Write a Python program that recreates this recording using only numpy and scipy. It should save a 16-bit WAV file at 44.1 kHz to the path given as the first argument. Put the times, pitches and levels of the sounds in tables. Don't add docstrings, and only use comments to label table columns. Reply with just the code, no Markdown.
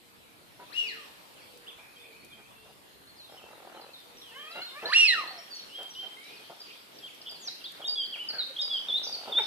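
import sys
import numpy as np
from scipy import signal
from scipy.fft import rfft, irfft, next_fast_len
from scipy.io import wavfile
from scipy.ndimage import uniform_filter1d, map_coordinates

SR = 44100
rng = np.random.default_rng(int(sys.argv[2]) if len(sys.argv) > 2 else 0)


def master(y):
    cut = np.clip(np.atleast_2d(y).T, -1, 1)
    pcm = np.round(cut * 32767)
    wavfile.write(sys.argv[1], SR, pcm.astype(np.int16))


N = 417186

# (f/Hz, density/dB per Hz)
HISS_SPECTRUM = [(12, -58), (20, -8), (43, -24), (131, -7.5), (333, -0.5), (427, -0.5), (665, -3),
                 (925, -3.5), (1560, -5), (3880, -8.5), (4340, -8), (5870, -16.5), (10500, -13.5),
                 (13400, -15), (14600, -15)]
# (f/Hz, density/dB per Hz)
BLUR_SPECTRUM = [(600, -81), (1200, -18.5), (2000, -7.5), (3200, 3.5), (4600, -4.5), (5600, -6),
                 (6500, -20), (8000, -90)]
# (t/s, hiss level/dB, traffic level/dB, level of far birds and whistle echo/dB)
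BED_LEVELS = [(0.0, -64.5, -65, -88), (0.58, -63, -63, -62), (0.81, -60, -68.5, -54),
              (2.63, -63.5, -62.5, -73), (4.19, -61.5, -69, -62), (5.13, -57.5, -96, -43),
              (5.29, -60, -106, -50.5), (6.9, -61, -68, -55), (8.9, -59.5, -96, -51), (9.46, -58, -80, -47)]
# (f/Hz, correlation)
STEREO_LIKENESS = [(60, -0.16), (290, 0.25), (640, 0.16), (1400, -0.34), (3000, 0.058)]
# (f/Hz, t60/s)
ECHO_DECAY = [(300, 0.14), (1500, 0.83), (3000, 0.5), (6000, 0.53), (12000, 0.36)]
# (t/s, length/s, start f/Hz, end f/Hz, middle level/dB)
DOVE_COOS = [(0, 0.32, 475, 456, -71), (.84, .17, 439, 459, -59.5), (1.45, 0.36, 501, 460.6, -64.5),
             (1.98, 0.2, 483, 443, -63), (2.58, 0.15, 440, 433, -64.5), (2.94, 0.12, 416, 393, -68),
             (4.05, 0.16, 479, 476, -64.5), (4.28, 0.24, 477, 458, -62), (6.3, 0.12, 434, 433, -65)]
# (t/s, peak level/dB, length/s, bright part level/dB)
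DUCK_GRUNTS = [(0.593, -45.5, 0.049, -6.5), (1.782, -51, 0.036, -9), (2.383, -49, 0.034, -8.5),
               (2.654, -50.5, 0.064, -13), (3.756, -43.5, 0.047, -15), (4.552, -37, 0.053, -7.5),
               (4.824, -33.5, 0.069, -7), (5.783, -41.5, 0.067, -8.5), (6.029, -45.5, 0.056, -7),
               (6.497, -36.5, 0.031, -19), (6.568, -49, 0.01, -19), (6.606, -45, 0.0089, -21),
               (7.315, -48, .015, -9), (7.477, -46.5, .012, 0), (7.794, -41.5, 0.046, -9),
               (7.86, -48.5, 0.079, -20), (8.156, -48.5, 0.027, -1), (8.297, -50, .015, 5),
               (8.333, -43.5, 0.088, -0.5), (8.878, -44, 0.031, -8), (9.272, -35.5, 0.054, -19.5),
               (9.38, -37.5, 0.015, 7), (9.384, -45, 0.018, 3), (9.417, -43, 0.036, -21)]
# (f/Hz, width/Hz, level per pass/dB), passed twice
THROAT_MODES = [(520, 704, 1.5), (960, 550, 3.5), (1277, 235, 0.5)]
BILL_MODES = [(1378, 214, 1), (2300, 1360, -2.5)]
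CHEST_MODES = [(244, 130, -4.5)]
# (t/s, f/Hz, level/dB)
DUCK_PARTIALS = [
    [(4.85, 1637, -42), (4.862, 1714, -44), (4.88, 1740, -43), (4.901, 1780, -35)],
    [(4.83, 414, -49.5), (4.869, 491, -41), (4.884, 550, -53)],
    [(8.326, 1560, -56), (8.344, 1590, -49), (8.41, 1430, -55), (8.43, 1350, -62)],
    [(.597, 960, -56), (.62, 987, -52), (.65, 995, -60)],
    [(8.487, 557, -63), (8.502, 540.0, -49), (8.52, 520.0, -54.5)],
]
# (t/s, f/Hz, effort level/dB)
DRAKE_WHISTLES = [
    [(.7, 1154, -57), (.718, 1420, -54), (.743, 2590, -43), (.755, 2800, -41), (.779, 2880, -36),
     (.829, 2760, -38), (.865, 2560, -39), (.904, 1990, -46), (.961, 1290, -56), (1.03, 1120, -60),
     (1.099, 830, -60)],
    [(4.89, 960, -36), (4.92, 1246, -31), (4.936, 2050, -22), (4.945, 2610, -22), (4.969, 2850, -18),
     (4.999, 2820, -16), (5.035, 2670, -19), (5.069, 2550, -19), (5.075, 2200, -25), (5.138, 1790, -25),
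     (5.145, 1450, -29), (5.2, 1185, -32), (5.25, 938, -44), (5.301, 778, -52), (5.4, 670, -48)],
]
# (left port lag/us, pan/dB, echo level/dB, wall level/dB, octave partial level/dB, rasp/dB)
DRAKE_PLACES = [(-260, 11, 0, -1.5, -10, 2), (77.5, -3.5, -10.5, -4, -7.5, 2)]
# (f/Hz, level/dB)
WINDPIPE_COLOUR = [(500, -9), (1000, -7), (1230, -3.5), (1450, -8.5), (1800, 0), (2250, -8.5), (2550, -1.5),
                   (2850, 1), (3200, -5), (3600, -2.5), (4150, 12), (4600, 3.5), (5000, -4.5),
                   (5700, -11.5)]
# (f/Hz, density/dB per Hz)
BREATH_SPECTRUM = [(250, -90), (700, -24), (1500, -29), (2800, 6), (4500, -5), (6000, -13), (7500, -11),
                   (10000, -14), (11500, -31), (14000, -42)]
# (t/s, glide/s, tail/s, start f/Hz, turn f/Hz, end f/Hz, turn level/dB, swell to turn/dB)
SONG_NOTES = [(1.356, 0.068, 0.043, 3300, 2170, 3020, -63, -2),
              (1.667, .02, 0.027, 2660, 3580, 2350, -47.5, 6),
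              (1.952, .02, .012, 3260, 3190, 3150, -55, 14), (1.996, 0.03, .04, 3420, 3620, 3080, -58, 1),
              (2.302, 0.032, 0.024, 3740, 3190, 3120, -52, 13),
              (2.562, 0.061, 0.13, 2690, 2766, 2860, -64.5, -4),
              (3.072, 0.014, 0.05, 4100, 4400, 4290, -56, 4),
              (3.166, 0.034, 0.11, 5300, 4200, 3170, -52, 15),
              (3.374, .01, 0.024, 3070, 3060, 2550, -53, 1),
              (3.426, 0.036, .088, 2680, 2680, 2760, -59.5, 9),
              (3.768, .006, 0.026, 3220, 3140, 2810, -57.5, 6),
              (3.878, .03, .014, 2480, 2650, 2730, -60, 6),
              (3.936, 0.017, 0.058, 4335, 3680, 3550, -52, -4),
              (4.216, 0.012, 0.12, 4110, 3400, 2530, -52, -4),
              (4.353, 0.055, 0.081, 2920, 3200, 3220, -48.5, 4),
              (4.618, 0.014, 0.027, 4220, 4220, 4200, -42.5, -2),
              (4.666, 0.036, .054, 3820, 3550, 3930, -49.5, 1),
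              (4.858, .014, .01, 4050, 4250, 4250, -41.5, -12),
              (5.277, .01, 0.039, 4230, 4270, 4510, -43.5, -7),
              (5.378, 0.015, 0.02, 5100, 5560, 5550, -50.5, 0),
              (5.508, .022, 0.07, 4730, 4470, 4295, -44, 6),
              (5.596, 0.019, .01, 4330, 3330, 3090, -63, -25),
              (5.69, 0.067, 0.014, 2640, 3220, 3250, -41, 20),
              (5.775, 0.034, .077, 3250, 3132, 3224, -42, 2),
              (5.952, 0.049, 0.074, 2870, 3170, 3104, -39, 10),
              (6.17, 0.16, 0.11, 2080, 2504, 2470, -59, -5.5),
              (6.276, .006, .03, 3700, 3800, 2550, -57, -1),
              (6.446, .006, .05, 3200, 3200, 3000, -61.5, -8),
              (6.71, .008, 0.034, 2360, 2450, 3530, -53, -4),
              (7.066, 0.0031, 0.027, 3360, 3500, 2120, -45, 0),
              (7.261, 0.015, 0.017, 3040, 3460, 3000, -47, 1),
              (7.401, 0.074, .004, 7330, 5500, 5300, -46, 11),
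              (7.475, 0.012, 0.0086, 5270, 3940, 3850, -36, -1.5),
              (7.602, .014, 0.011, 3830, 2760, 2590, -52, 5),
              (7.642, 0.027, 0.022, 3180, 3670, 4000, -45, -2.5),
              (7.818, 0.0091, 0.011, 3260, 3320, 2850, -40.5, 2),
              (7.84, 0.0116, 0.052, 2830, 3650, 3840, -33, 16),
              (7.875, 0.0053, 0.072, 5530, 4800, 4757, -30, 27),
              (7.957, 0.042, 0.044, 3476, 3245, 3070, -30.5, 7),
              (8.127, 0.014, 0.022, 3333, 2994, 2250, -40, -5),
              (8.187, 0.02, .042, 2660, 3000, 2967, -37, 7),
              (8.288, 0.023, 0.0094, 4920, 4280, 4390, -38.5, -5.5),
              (8.318, 0.029, 0.02, 4400, 4540, 4600, -44, 32),
              (8.385, 0.023, 0.027, 4440, 3834, 3650, -31, 0),
              (8.565, .006, 0.011, 3190, 3400, 3050, -36, 4),
              (8.583, .014, 0.023, 3010, 3710, 3830, -27.5, 13),
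              (8.613, 0.0069, 0.06, 5700, 4855, 4820, -30.5, 21),
              (8.701, .042, 0.042, 3510, 3280, 3030, -28.5, 7),
              (8.886, 0.019, .004, 3680, 3410, 3420, -32.5, 0.5),
              (8.904, 0.054, 0.03, 3370, 3665, 4100, -26.5, 9.5),
              (9.126, 0.019, 0.041, 4950, 4430, 4710, -36.5, -1),
              (9.321, .006, 0.011, 3560, 3620, 3290, -31.5, 5),
              (9.339, 0.041, 0.022, 3340, 3650, 3600, -22.5, 14.5),
              (9.433, .008, .016, 5570, 4420, 3640, -44, 1)]
# (t/s, left port lag behind right/us)
SONG_LAGS = [(0, 400), (6.2, 380), (7, 336), (9.46, 280)]
# (t/s, peak level/dB, pan/dB)
WATER_TICKS = [(1.5733, -47, -2), (2.2473, -46, 1), (5.8292, -44, -1), (7.1472, -49, 0.0),
               (7.3118, -45, -3), (7.7194, -44, -3), (9.3871, -43.5, -10)]
# (t/s, level/dB)
TRILL_TIMES = [(1.785, -58), (1.87, -58), (1.959, -57), (2.036, -57), (2.128, -56), (2.227, -55.5),
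               (2.306, -55), (2.407, -57.5)]
# (glide/s, tail/s, start f/Hz, turn f/Hz, end f/Hz)
TRILL_SHAPE = (.016, .045, 2250, 2420, 2600)
# (t/s, swell/s, fade/s, peak level/dB)
DUCK_GROWLS = [(3.29, 0.036, 0.061, -48.5), (3.34, 0.41, .15, -47.5), (3.94, 0.0091, .01, -52.5),
               (5.12, 0.086, 0.19, -47), (6.96, .03, 0.12, -59.5), (7.17, 0.053, 0.014, -55),
               (7.27, 0.049, 0.027, -57.5), (8.6, 0.061, .27, -52), (8.95, 0.12, .07, -46.5),
               (9.1, .27, .09, -45)]
# (t/s, glide/s, tail/s, start f/Hz, turn f/Hz, end f/Hz,
# turn level/dB, swell to turn/dB)
LEFT_CHIRPS = [(3.814, .012, 0.066, 5010, 4050, 4010, -60, -6),
               (4.172, 0.015, 0.047, 5870, 5420, 5620, -56, 1),
               (4.512, 0.011, 0.066, 5070, 3980, 3900, -49, -0.5),
               (4.88, .012, .03, 4780, 4720, 4710, -42, -1),
               (5.547, 0.014, 0.038, 6950, 5520, 5570, -47.5, 8.5),
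               (5.893, 0.015, 0.055, 6900, 5630, 5630, -53, 8),
               (5.94, 0.016, .003, 5020, 3260, 3300, -54, -6),
               (6.24, .016, 0.084, 6200, 3950, 3890, -56, 6),
               (6.362, .008, 0.02, 4850, 4550, 4050, -54, 12),
               (6.604, .012, 0.082, 5120, 4700, 4530, -50.5, -1),
               (6.938, .024, .02, 6500, 5590, 5470, -59, 6),
               (6.985, 0.014, 0.014, 5400, 3800, 3400, -54.5, 1),
               (7.025, 0.022, 0.018, 3300, 3160, 3210, -41, 16),
               (7.216, 0.0077, .003, 5360, 4150, 4150, -51, -6),
               (7.294, 0.015, 0.041, 5100, 4610, 4650, -43.5, 2),
               (7.35, 0.0102, .022, 4670, 4440, 3980, -46.5, 6),
               (7.642, 0.018, 0.033, 4820, 3790, 3880, -44.5, 3),
               (7.766, 0.0086, .01, 4570, 4130, 3880, -51, -3), (8.0, 0.007, .03, 4960, 4670, 4760, -43, 2),
               (8.034, 0.014, 0.022, 4770, 4710, 4200, -40, 19),
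               (8.726, .02, .004, 4970, 3750, 3650, -51, -10), (8.756, .01, 0.05, 4820, 4830, 4800, -50, 0),
               (9.062, .014, .034, 5020, 4620, 4700, -40, 9)]
# (t/s, f/Hz, effort level/dB)
DUCK_WHINES = [
    [(4.32, 448, -60), (4.362, 538, -53), (4.43, 604, -55), (4.545, 685, -54.5), (4.59, 696.5, -47),
     (4.629, 741, -49)],
    [(4.71, 520, -65.5), (4.773, 578, -46.5), (4.81, 658, -59), (4.839, 682, -46)],
]
WHINE_PARTIALS = [-1.5, 4.5, -0.5, 3]
# (t/s, length/s, start f/Hz, end f/Hz, swing/Hz, swing rate/Hz, level/dB)
SWINGING_NOTES = [(7.264, 0.026, 3240, 3294, 280, 127, -44), (7.868, 0.0099, 8200, 5500, 300, 360, -50),
                  (8.608, 0.014, 8300, 5430, 300, 450, -54), (9.035, 0.025, 5220, 5750, 495, 184, -39)]
# (t/s, f/Hz, level/dB)
SPLASH_POCKETS = [
    [(9.38, 1430, -45), (9.39, 1350, -52)],
    [(9.388, 1054, -43), (9.402, 847, -41), (9.432, 800, -56)],
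    [(9.39, 520, -47), (9.41, 414, -43.5)],
    [(9.394, 2300, -39), (9.406, 2180, -41)],
    [(9.41, 1660, -54), (9.43, 2150, -60)],
]

TOP_HZ = 14530
SONG_FADE_DB, TRILL_FADE_DB, CHIRP_FADE_DB = 9.5, 10, 12
COO_EDGE_DB = 4
GROWL_RATE_HZ, GROWL_EDGE_DB, RASP_S = 42, 7, .012


def amp(db):
    return 10 ** (np.asarray(db) / 20)


def unit(x):
    return x / np.sqrt(np.mean(x ** 2) + 1e-20)


def along(points, hz):
    f, v = np.transpose(points)
    return np.interp(np.log(hz + 1), np.log(f + 1), v)


def curves(rows, t):
    s, *cols = np.transpose(rows)
    return [np.interp(t, s, c) for c in cols]


def wobble(rate, size=N):
    knots = rng.standard_normal(int(size * rate / SR) + 4)
    return map_coordinates(knots, [np.arange(size) * rate / SR])


def filtered(x, response):
    m = next_fast_len(N + SR // 2)
    return irfft(rfft(x, m) * response(np.fft.rfftfreq(m, 1 / SR)), m)[..., :N]


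def resonant(x, modes):
    def response(f):
        total = 0
        for k, (centre, width, db) in enumerate(modes):
            band = 1j * f * width / (centre * centre - f * f + 1j * f * width)
            total = total + (-1) ** k * amp(db) * band
        return total ** 2
    return filtered(x, response)


def span(rows, fade):
    start, end = rows[0][0], rows[-1][0]
    i = np.arange(max(0, round((start - fade) * SR)), min(N, round((end + fade) * SR)))
    t = i / SR
    gate = np.clip(np.minimum(t - start, end - t) / fade + 1, 0, 1) ** 2
    return i, t, gate


def tones(calls, fade, flutter_db, flutter_rate, drift):
    out = np.zeros(N)
    for rows in calls:
        i, t, gate = span(rows, fade)
        hz, *levels = curves(rows, t)
        phase = 2 * np.pi * np.cumsum(hz * (1 + drift * wobble(88.9, len(i)))) / SR
        stack = 0
        for k, db in enumerate(levels):
            gain = amp(db + flutter_db * wobble(flutter_rate, len(i)))
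            stack = stack + gain * np.sin((k + 1) * phase)
        out[i] += np.sqrt(2) * gate * stack
    return out


def notes(table, fade_db):
    calls = []
    for s, glide, tail, start_hz, turn_hz, end_hz, db, swell_db in table:
        turn = s + glide
        calls.append([(s, start_hz, db - swell_db), (turn, turn_hz, db), (turn + tail, end_hz, db - fade_db)])
    return calls


def piped(rows, partials_db):
    t = np.arange(rows[0][0], rows[-1][0], .002)
    hz, effort_db = curves(rows, t)
    levels = [effort_db + db + along(WINDPIPE_COLOUR, (k + 1) * hz) for k, db in enumerate(partials_db)]
    return np.transpose([t, hz] + levels)


def pulses(rate, jitter, scatter_db):
    count = np.cumsum(rate * (1 + jitter * wobble(120)).clip(0)) / SR
    slap = np.diff(np.floor(count), prepend=0) > 0
    strength = amp(scatter_db * np.sin(2 * np.pi * rng.random(N)))
    return slap * strength * np.sqrt(SR / np.maximum(rate, 1))


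def ports(x, lag_us, pan_db):
    shifts = np.multiply.outer([-.5, .5], lag_us * np.ones(N)) * 1e-6 * SR
    pair = np.array([map_coordinates(x, [np.arange(N) + shift]) for shift in shifts])
    return pair * amp([[pan_db / 2], [-pan_db / 2]])


def echoes(x):
    hz, t, z = signal.stft(rng.standard_normal((2, SR)), SR, nperseg=256)
    decay = amp(-60 * t / along(ECHO_DECAY, hz)[:, None])
    tail = signal.istft(z * decay, SR, nperseg=256)[1]
    late = np.pad(x, (400, 0))[None]
    return signal.fftconvolve(late, tail / np.linalg.norm(tail[0]), axes=1)[:, :N]


def rush(spectrum, patchy_db):
    z = signal.stft(rng.standard_normal((2, N)), nperseg=512)[2]
    field = uniform_filter1d(uniform_filter1d(rng.standard_normal(z.shape[1:]), 6, 0), 14, 1)
    pair = signal.istft(z * amp(patchy_db * unit(field)), nperseg=512)[1][:, :N]

    def mid_side(hz):
        turn = np.arccos(np.clip(along(STEREO_LIKENESS, hz), -1, 1)) / 2
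        return amp(along(spectrum, hz)) * [np.cos(turn), np.sin(turn)]
    mid, side = filtered(pair, mid_side)
    return unit(np.array([mid + side, mid - side]))


def air():
    hiss_db, traffic_db, blur_db = curves(BED_LEVELS, np.arange(N) / SR)
    # (f/Hz, density/dB per Hz)
    traffic_spectrum = [(20, -37), (60, -14), (130, -10.5), (300, -15), (600, -58), (900, -93)]
    traffic = amp(traffic_db - 3 + 1.7 * wobble(3.25)) * rush(traffic_spectrum, patchy_db=1.0)
    blur = amp(blur_db - 2 + 1.5 * wobble(7.3)) * rush(BLUR_SPECTRUM, patchy_db=3.0)
    hiss = amp(hiss_db + 7.5 + 0.17 * wobble(11)) * rush(HISS_SPECTRUM, patchy_db=2.0)
    return hiss + traffic + blur


def twitter(count):
    sides = [[], []]
    for when, pitch, glide, length, loud, side in rng.random((count, 6)):
        s, hz, db = when * (N / SR - .1), 2600 * 2 ** pitch, -77 + 4 * loud
        end = s + 0.0204 + .06 * length
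        sides[int(side >= .5)].append([(s, hz, db), (end, hz * (.72 + 0.44 * glide), db - 2)])
    left, right = (tones(calls, .005, flutter_db=5.0, flutter_rate=126, drift=0.007) for calls in sides)
    return ports(left, -200, 1.5) + ports(right, 240, -1.5) + echoes(amp(7.5) * (left + right))


def dove():
    coos = []
    for s, length, start_hz, end_hz, db in DOVE_COOS:
        middle = (s + length / 2, (start_hz + end_hz) / 2, db)
        coos.append([(s, start_hz, db - COO_EDGE_DB), middle, (s + length, end_hz, db - COO_EDGE_DB)])
    return tones(coos, 0.044, flutter_db=-0.5, flutter_rate=26.5, drift=0.0074)


def grunts():
    low, high = np.zeros(N), np.zeros(N)
    for s, db, length, bright_db in DUCK_GRUNTS:
        length = max(length, .01)
        i, t, gate = span([(s + 0.0032,), (s + length,)], 0.011)
        shape = gate * amp(db - 5 * (t - s) / length)
        low[i] += shape
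        high[i] += shape * amp(bright_db)
    source = pulses(np.full(N, 170.), jitter=.3, scatter_db=1.5) + 1.1 * rng.standard_normal(N)
    throat = amp(4.5) * resonant(low * source, THROAT_MODES)
    bill = amp(7) * resonant(high * source, BILL_MODES)
    return throat + bill + resonant(low * source, CHEST_MODES)


def pond_tones(calls):
    return tones(calls, .01, flutter_db=3.0, flutter_rate=120, drift=0.0172)


def lone_partials():
    return pond_tones(DUCK_PARTIALS)


def whistle(rows, lag_us, pan_db, echo_db, wall_db, octave_db, rasp_db):
    tone = tones([piped(rows, [0, octave_db])], .008, flutter_db=rasp_db, flutter_rate=110, drift=0.0086)
    blow = np.sqrt(np.abs(uniform_filter1d(tone ** 2, size=400)))
    breath = unit(filtered(rng.standard_normal(N), lambda hz: amp(along(BREATH_SPECTRUM, hz))))
    call = tone + amp(-14.5) * blow * breath

    def wall(hz):
        return amp(wall_db) * np.exp(-2j * np.pi * hz * 0.013) / (1 + (hz / 3500) ** 4)
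    back = filtered(call, wall)
    return ports(call, lag_us, pan_db) + ports(back, 167, -1.6) + echoes(amp(echo_db) * call)


def song():
    return tones(notes(SONG_NOTES, SONG_FADE_DB), 0.0033, flutter_db=2.0, flutter_rate=157, drift=0.004)


def drips():
    out, t = np.zeros((2, N + SR)), np.arange(SR // 20) / SR
    for s, db, pan_db in WATER_TICKS:
        gain = amp([[db + pan_db / 2], [db - pan_db / 2]])
        tick = gain * amp(-0.5 - 60 * t / 0.044) * rng.standard_normal((2, len(t)))
        out[:, round(s * SR):][:, :len(t)] += tick
    return filtered(out[:, :N], lambda hz: (1j * hz / (2500 + 1j * hz)) ** 2)


def trill():
    table = [(s, *TRILL_SHAPE, db, 2) for s, db in TRILL_TIMES]
    return amp(-4) * tones(notes(table, TRILL_FADE_DB), .005, flutter_db=5, flutter_rate=146, drift=0.007)


def growls():
    level = np.zeros(N)
    for s, swell, fade, db in DUCK_GROWLS:
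        peak = s + swell
        rows = [(s, db - GROWL_EDGE_DB), (peak, db), (peak + fade, db - GROWL_EDGE_DB)]
        i, t, gate = span(rows, 0.031)
        level[i] = np.maximum(level[i], gate * amp(curves(rows, t)[0]))
    slaps = pulses(np.full(N, GROWL_RATE_HZ), jitter=.12, scatter_db=3)
    rasp = unit(signal.fftconvolve(slaps, np.hanning(round(RASP_S * SR)))[:N])
    source = level * (.35 * slaps + (.95 * rasp + .35) * rng.standard_normal(N))
    return amp(8.5) * resonant(source, THROAT_MODES) + amp(-1) * resonant(source, BILL_MODES)


def chirps():
    return tones(notes(LEFT_CHIRPS, CHIRP_FADE_DB), .003, flutter_db=3.5, flutter_rate=172, drift=0.0038)


def whines():
    return pond_tones([piped(rows, WHINE_PARTIALS) for rows in DUCK_WHINES])


def swinging_notes():
    out = np.zeros(N)
    for s, length, start_hz, end_hz, swing_hz, rate, db in SWINGING_NOTES:
        i, t, gate = span([(s,), (s + length,)], .003)
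        swing = swing_hz * np.sin(2 * np.pi * rate * (t - s))
        hz = np.interp(t, [s, s + length], [start_hz, end_hz]) + swing
        out[i] += np.sqrt(2) * amp(db) * gate * np.sin(2 * np.pi * np.cumsum(hz) / SR)
    return out


def plops():
    return pond_tones(SPLASH_POCKETS)


def scene():
    songbird, run, chirping = song() + swinging_notes(), trill(), chirps()
    pond = growls() + grunts() + whines() + lone_partials() + plops()
    cooing = dove()
    drakes = sum(whistle(rows, *place) for rows, place in zip(DRAKE_WHISTLES, DRAKE_PLACES))
    lag_us, = curves(SONG_LAGS, np.arange(N) / SR)
    near = amp(1.0) * ports(songbird + run, lag_us, -0.69) + amp(1.0) * ports(chirping, -285, .6)
    near = near + ports(pond, 108, 0.18) + ports(cooing, 60, .2)
    bird_echoes = echoes(amp(-2.5) * songbird + amp(-3.5) * chirping + amp(0.5) * run)
    pond_echoes = echoes(amp(-7.5) * pond + amp(-9.0) * cooing)
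    return near + drakes + bird_echoes + pond_echoes + air() + drips() + twitter(count=110)


def record(dry):
    return filtered(dry, lambda hz: hz < TOP_HZ)


dry = scene()
out = record(dry)
master(out)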